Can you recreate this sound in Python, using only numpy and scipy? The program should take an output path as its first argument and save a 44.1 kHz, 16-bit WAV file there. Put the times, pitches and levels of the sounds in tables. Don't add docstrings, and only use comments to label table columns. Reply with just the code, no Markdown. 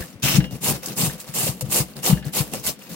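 import sys
import numpy as np
from scipy import signal
from scipy.fft import rfft, irfft, next_fast_len
from scipy.io import wavfile
from scipy.ndimage import uniform_filter1d, minimum_filter1d, map_coordinates

SR = 44100
rng = np.random.default_rng(int(sys.argv[2]) if len(sys.argv) > 2 else 0)


def inscribe(sig):
    pcm = np.round(np.clip(np.atleast_2d(sig).T, -1, 1) * 32767)
    wavfile.write(sys.argv[1], SR, pcm.astype(np.int16))


N = 130095

# pitch in Hz, level in dB, t60 in seconds.
STEEL_MODES = [(511, -4, .14), (811, -6, .11), (1680, -9, .11), (2851, 0, .35), (3102, -3, .17),
               (3297, -5, .17), (5335, -4, .2), (6430, -4, .06), (7630, 2, .05), (8145, 2, .08),
               (9635, -2, .07), (13265, -2, .07)]
# frequency in Hz, relative level in dB.
COARSE_SPECTRUM = [(710, -53), (1200, -10), (1440, -14.5), (2560, -6.5), (3590, -8.5), (4310, -5.5),
                   (5900, -5), (7410, 0), (12100, -3.5), (13300, -2), (15300, -5), (16000, -10)]
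RASP_SPECTRUM = [(40, -52), (150, -20), (300, 4), (520, 5), (640, 2), (810, 5.5), (1100, 1.5), (1500, -9),
                 (3000, -6)]
JUDDER_SPECTRUM = [(25, -43), (45, -40), (62, -1.5), (88, -32), (125, 2.5), (195, 3.5), (250, -4.5),
                   (320, -8.5), (600, -13), (1500, -35)]
CLACK_SPECTRUM = [(300, -37), (1750, 2.5), (3200, -4), (5500, -13), (9000, -41)]


def amp(db):
    return 10 ** (np.asarray(db) / 20)


def unit(x):
    return x / np.sqrt(np.mean(x ** 2) + 1e-20)


def along(points, hz):
    freqs, values = np.transpose(points)
    return np.interp(np.log(hz + 1), np.log(freqs + 1), values)


def since(start):
    return np.maximum(np.arange(N) / SR - start, 0)


def wobble(rate):
    knots = rng.standard_normal(int(N * rate / SR) + 4)
    return map_coordinates(knots, [np.arange(N) * rate / SR])


def filtered(x, response):
    size = next_fast_len(N + SR // 2)
    hz = np.fft.rfftfreq(size, 1 / SR)
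    return irfft(rfft(x, size) * response(hz), size)[..., :N]


def noise(spectrum, grain=1):
    # frequency in Hz, left-right likeness from 0 to 1.
    likeness = [(100, 0.8), (500, 0.94), (1200, 0.5), (3000, 0.12), (12000, 0.018)]

    def colour(hz):
        width = np.arccos(np.clip(along(likeness, hz), -1, 1)) / 2
        return amp(along(spectrum, hz)) * [np.cos(width), np.sin(width)]

    mid, side = filtered(grain * rng.standard_normal((2, N)), colour)
    return unit(np.array([mid + side, mid - side]))


def bursts(rate, spread_db, life_s, bed):
    onsets = rng.random(N) < rate / SR
    sizes = amp(spread_db * np.minimum(rng.standard_normal(N), 2.5))
    decay = np.exp(-np.arange(SR // 50) / SR / life_s)
    power = np.abs(signal.fftconvolve(onsets * sizes ** 2, decay)[:N])
    return np.sqrt(power / power.mean() + bed)


def push(start, rise, end, release_db_per_s):
    build = np.sin(np.pi / 2 * np.minimum(since(start) / rise, 1)) ** 1.51
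    return build * amp(-release_db_per_s * since(end))


def struck(start, t60, contact_s=.0006):
    t = since(start)
    return (1 - np.exp(-t / contact_s)) * amp(-60 * t / t60)


def ring(modes):
    t = np.arange(SR // 2) / SR
    return sum(amp(db + rng.normal(0, 1.5) - 60 * t / t60) * np.sin(2 * np.pi * hz * t)
               for hz, db, t60 in modes)


def room_tone():
    # frequency in Hz, relative level in dB.
    hush = [(15, -52), (25, -45), (190, 1.5), (326, -6.5), (503, -14), (1260, -20.5), (2840, -22),
            (3430, -26.5), (14800, -41), (16000, -43)]
    return amp(-47) * noise(hush)


def kitchen(x):
    # frequency in Hz, t60 in seconds.
    decay_times = [(100, 0.35), (500, 0.29), (3000, 0.45), (14000, 0.032)]
    hz, t, bands = signal.stft(rng.standard_normal((2, SR // 2)), SR, nperseg=256)
    decay = amp(-60 * t / along(decay_times, hz)[:, None])
    tail = signal.istft(bands * decay, SR, nperseg=256)[1]
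    return signal.fftconvolve(x, tail / np.linalg.norm(tail[0]), axes=1)[:, :N]


def near_reflections(x, count=12, spread_s=.014):
    taps = np.zeros((2, SR // 10))
    for channel in taps:
        delays = (.001 + rng.random(count) * spread_s) * SR
        channel[delays.astype(int)] = rng.standard_normal(count)
    taps /= np.linalg.norm(taps, axis=1, keepdims=True)
    return signal.fftconvolve(x, taps, axes=1)[:, :N]


def sheet(x, pressed_t60=.1):
    ringing = ring([(hz, db, min(t60, pressed_t60)) for hz, db, t60 in STEEL_MODES])
    return signal.fftconvolve(x, ringing[None] / np.linalg.norm(ringing), axes=1)[:, :N]


def rattling(buzz_rad=.9, clatter_db=-4.5):
    # start in seconds, level in dB, pitch in Hz.
    rattles = [(0.02, -31, 1736), (1.096, -33.5, 1760), (2.171, -34.5, 1730), (2.224, -39.5, 1730),
               (2.242, -46, 1650), (2.282, -41, 1730), (2.815, -43, 2730), (2.865, -46, 2480),
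               (2.912, -48, 2620)]
    clinks, clatter = np.zeros((2, N))
    for start, db, hz in rattles:
        hit = amp(db) * struck(start, t60=.082)
        clinks += hit * np.sin(2 * np.pi * hz * since(start) + buzz_rad * wobble(450))
        clatter += hit
    return clinks + amp(clatter_db) * clatter * noise(CLACK_SPECTRUM)


def jolting(soft_hz=5200, clack_db=4):
    # start in seconds, level in dB.
    jolts = [(0.403, -32.5), (0.441, -33.5), (2.128, -35.5), (2.226, -45)]
    low_modes = [(hz, db - 12 * (hz / soft_hz) ** 2, t60) for hz, db, t60 in STEEL_MODES]
    rings, clacks = np.zeros(N + SR), np.zeros(N)
    for start, db in jolts:
        rings[round(start * SR):][:SR // 2] += amp(db) * ring(low_modes)
        clacks += amp(db + clack_db) * struck(start, t60=.06)
    return rings[:N] + clacks * noise(CLACK_SPECTRUM)


def squeaking(peak_s=.00097, relative_width=.065):
    # start in seconds, level in dB, pitch in Hz.
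    squeaks = [(1.936, -43, 4500), (1.966, -31, 4450), (2.245, -39, 4300)]
    out = np.zeros((2, N))
    for start, db, hz in squeaks:
        age = since(start) / peak_s
        hiss = rng.standard_normal((2, N))
        band = filtered(hiss, lambda f: 1 / (1 + ((f / hz - 1) / relative_width) ** 2))
        out += amp(db) * (age * np.exp(1 - age)) ** 2 * unit(band)
    return out


def knocking():
    # start in seconds, level in dB, pitch in Hz.
    knocks = [(1.468, -22, 532), (1.620, -28, 512), (2.074, -25, 774), (2.536, -30.5, 747),
              (2.55, -24.5, 514)]
    return sum(amp(db) * struck(start, t60=.092) * np.sin(2 * np.pi * hz * since(start))
               for start, db, hz in knocks)


def thumping(peak_s=.0074, compactness=1.98):
    # start in seconds, level in dB, pitch in Hz.
    thumps = [(.002, -34, 160), (.004, -28, 69.5), (0.153, -36, 112), (0.234, -18, 135), (.249, -19, 139),
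              (0.345, -12.5, 142), (0.367, -15.5, 188), (0.381, -2.5, 157), (0.526, -24.5, 128),
              (0.681, -20, 142.7), (0.711, -23.5, 165.5), (1.03, -16.5, 159), (1.072, -20, 139),
              (1.29, -29, 158), (1.432, -25.5, 139), (1.488, -18.5, 135), (1.624, -21.5, 134),
              (1.639, -26, 125), (1.683, -24.5, 131), (1.8, -14.5, 144), (2.094, -12.5, 180),
              (2.11, -16.5, 153), (2.125, -5.5, 160.6), (2.263, -22.5, 139), (2.402, -14.5, 139),
              (2.899, -34, 194)]
    # pitch in Hz, level in dB, t60 in seconds.
    board_modes = [(62.3, -17, 0.23), (140.6, -26, 0.45), (182, -12, 0.19), (308, -15, 0.14),
                   (492.6, -35, 0.3)]
    out = np.zeros(N + SR)
    t = np.arange(SR // 2) / SR
    age = t / peak_s
    for start, db, hz in thumps:
        blow = (age * np.exp(1 - age)) ** compactness * np.sin(2 * np.pi * hz * t)
        boom = ring(board_modes) * (1 - np.exp(-age))
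        out[round(start * SR):][:len(t)] += amp(db) * (blow + boom)
    return out[:N]


def ticking():
    # start in seconds, level in dB.
    ticks = [(.068, -40), (0.199, -41), (0.525, -32), (.549, -39), (.859, -17), (0.862, -19), (.886, -21),
             (1.609, -16), (1.967, -28)]
    # frequency in Hz, relative level in dB.
    snap_spectrum = [(1500, -29), (5000, 3), (14000, 0)]
    snaps = sum(amp(db) * struck(start, t60=.014) for start, db in ticks)
    return snaps * noise(snap_spectrum)


def catching():
    # start in seconds, level in dB, t60 in seconds, rasp in dB relative to the nick.
    catches = [(1.2, -31.5, 0.081, -31), (1.61, -22.5, 0.046, -6.5), (2.535, -22, 0.033, 0)]
    nick, rasp = np.zeros((2, N))
    for start, db, t60, rasp_db in catches:
        snag = amp(db) * struck(start, t60)
        nick += snag
        rasp += amp(rasp_db) * snag
    return nick * noise(COARSE_SPECTRUM) + rasp * noise(RASP_SPECTRUM)


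def sliding():
    # start and end in seconds, level in dB, judder in dB relative to the skim.
    slides = [(-.02, -0.001, -30.5, 1.5), (0.032, 0.133, -48.5, -13), (0.38, 0.452, -49, 17),
              (0.5, 0.556, -40, 6), (0.696, 0.759, -33.5, 3.5), (0.818, 0.863, -34, -17),
              (0.867, 0.916, -36, 3.5), (1.07, 1.15, -39, -2.5), (1.176, 1.245, -44, -14),
              (1.259, 1.305, -41, -5), (1.505, 1.624, -48, 4), (1.637, 1.701, -43.5, 7),
              (1.854, 1.916, -47, -1), (1.95, 1.995, -41.5, 6.5), (2.144, 2.184, -43.5, 12),
              (2.241, 2.272, -39, 5.5), (2.452, 2.507, -45.5, 6), (2.513, 2.589, -34.5, 0.5),
              (2.78, 2.878, -45, -12), (2.886, 2.964, -37.5, -2.5)]
    # frequency in Hz, relative level in dB.
    skim_spectrum = [(240, -25), (400, -47), (512, 1), (579, -11.5), (789, -11.5), (1600, -14.5),
                     (11400, -15), (12700, -17), (16000, -14.5)]
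    skim, judder = np.zeros((2, N))
    for start, end, db, judder_db in slides:
        move = amp(db) * push(start, rise=.017, end=end, release_db_per_s=322)
        skim += move
        judder += amp(judder_db) * move
    grain = bursts(rate=240, spread_db=3.2, life_s=.0012, bed=1.0)
    return skim * noise(skim_spectrum, grain), judder * noise(JUDDER_SPECTRUM)


def shredding(x, depth_db=1.9):
    bands = signal.stft(x, nperseg=256)[2]
    patches = rng.standard_normal(bands.shape[1:])
    for axis, size in ((0, 9), (0, 5), (1, 3), (1, 2)):
        patches = uniform_filter1d(patches, size, axis)
    gain = amp(depth_db * unit(patches))
    return signal.istft(bands * unit(gain), nperseg=256)[1][:, :N]


def cutting(linger_s=.012, rasp_trim_db=-8, judder_trim_db=-7.5):
    # start, bite-in time and let-go in seconds, release in dB a second, level in dB,
    # share of power on the fine teeth from 0 to 1, relative rasp and judder in dB before their trims.
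    strokes = [(0.219, 0.02, 0.37, 765, -20, 0.83, -5.5, 0), (0.602, 0.076, 0.7, 435, -21.5, 0.05, 3, -0.5),
               (0.952, 0.051, 1.055, 345, -22, 0.04, 2.5, 2),
               (1.331, 0.024, 1.482, 350, -24, 0.07, -0.5, -3), (1.69, 0.061, 1.787, 428, -18, 0.01, 2, -8),
               (2.019, 0.034, 2.0974, 374, -22, 0.12, 4.5, -8),
               (2.319, 0.053, 2.3934, 338, -21, 0.16, 1.5, -4.5),
               (2.624, 0.059, 2.6835, 469, -21.5, 0.1, -2.5, -2.5)]
    # frequency in Hz, relative level in dB.
    fine_spectrum = [(590, -13), (1000, -7), (1980, -3), (2150, -1), (2900, 2.5), (4790, -3.5), (5440, 1.5),
                     (8960, -11), (12400, -10), (16000, -3)]
    coarse, fine, rasp, judder = np.zeros((4, N))
    for start, rise, end, release, db, fine_share, rasp_db, judder_db in strokes:
        cut = amp(db) * push(start, rise, end, release)
        load = amp(db) * push(start, rise + linger_s, end + linger_s, release)
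        coarse += np.sqrt(1 - fine_share) * cut
        fine += np.sqrt(fine_share) * cut
        rasp += amp(rasp_db + rasp_trim_db) * load
        judder += amp(judder_db + judder_trim_db) * load
    grain = bursts(rate=1500, spread_db=3.0, life_s=.0005, bed=.8) * amp(.7 * wobble(70))
    crunch = coarse * noise(COARSE_SPECTRUM, grain) + fine * noise(fine_spectrum, grain)
    crunch += rasp * noise(RASP_SPECTRUM, grain)
    return crunch, judder * noise(JUDDER_SPECTRUM)


def scene(left_lead_s=.00009):
    # frequency in Hz, left over right in dB.
    balance = [(40, -8), (90, 9.5), (190, 5), (330, 1), (700, 2), (1400, 0.5), (2800, 2), (5500, 3),
               (9000, -1.7), (14000, 1)]
    crunch, cut_judder = cutting()
    skim, slide_judder = sliding()
    scrape = shredding(crunch + skim + catching()) + ticking()
    steel = scrape + amp(-5.5) * near_reflections(scrape) + amp(-19) * sheet(scrape)
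    contacts = rattling() + jolting() + squeaking() + knocking()
    near = steel + contacts + cut_judder + slide_judder + thumping()
    mix = near + amp(-22.5) * kitchen(near) + room_tone()
    sides = np.array([[.5], [-.5]])

    def placement(hz):
        return amp(sides * along(balance, hz)) * np.exp(2j * np.pi * sides * hz * left_lead_s)

    return filtered(mix, placement)


def record(dry, ceiling=.97, top_hz=15950):
    needed = 1 / np.maximum(np.abs(dry).max(axis=0) / ceiling, 1)
    gain = uniform_filter1d(minimum_filter1d(needed, size=400), size=400)
    return filtered(dry * gain, lambda hz: hz < top_hz)


dry = scene()
out = record(dry)
inscribe(out)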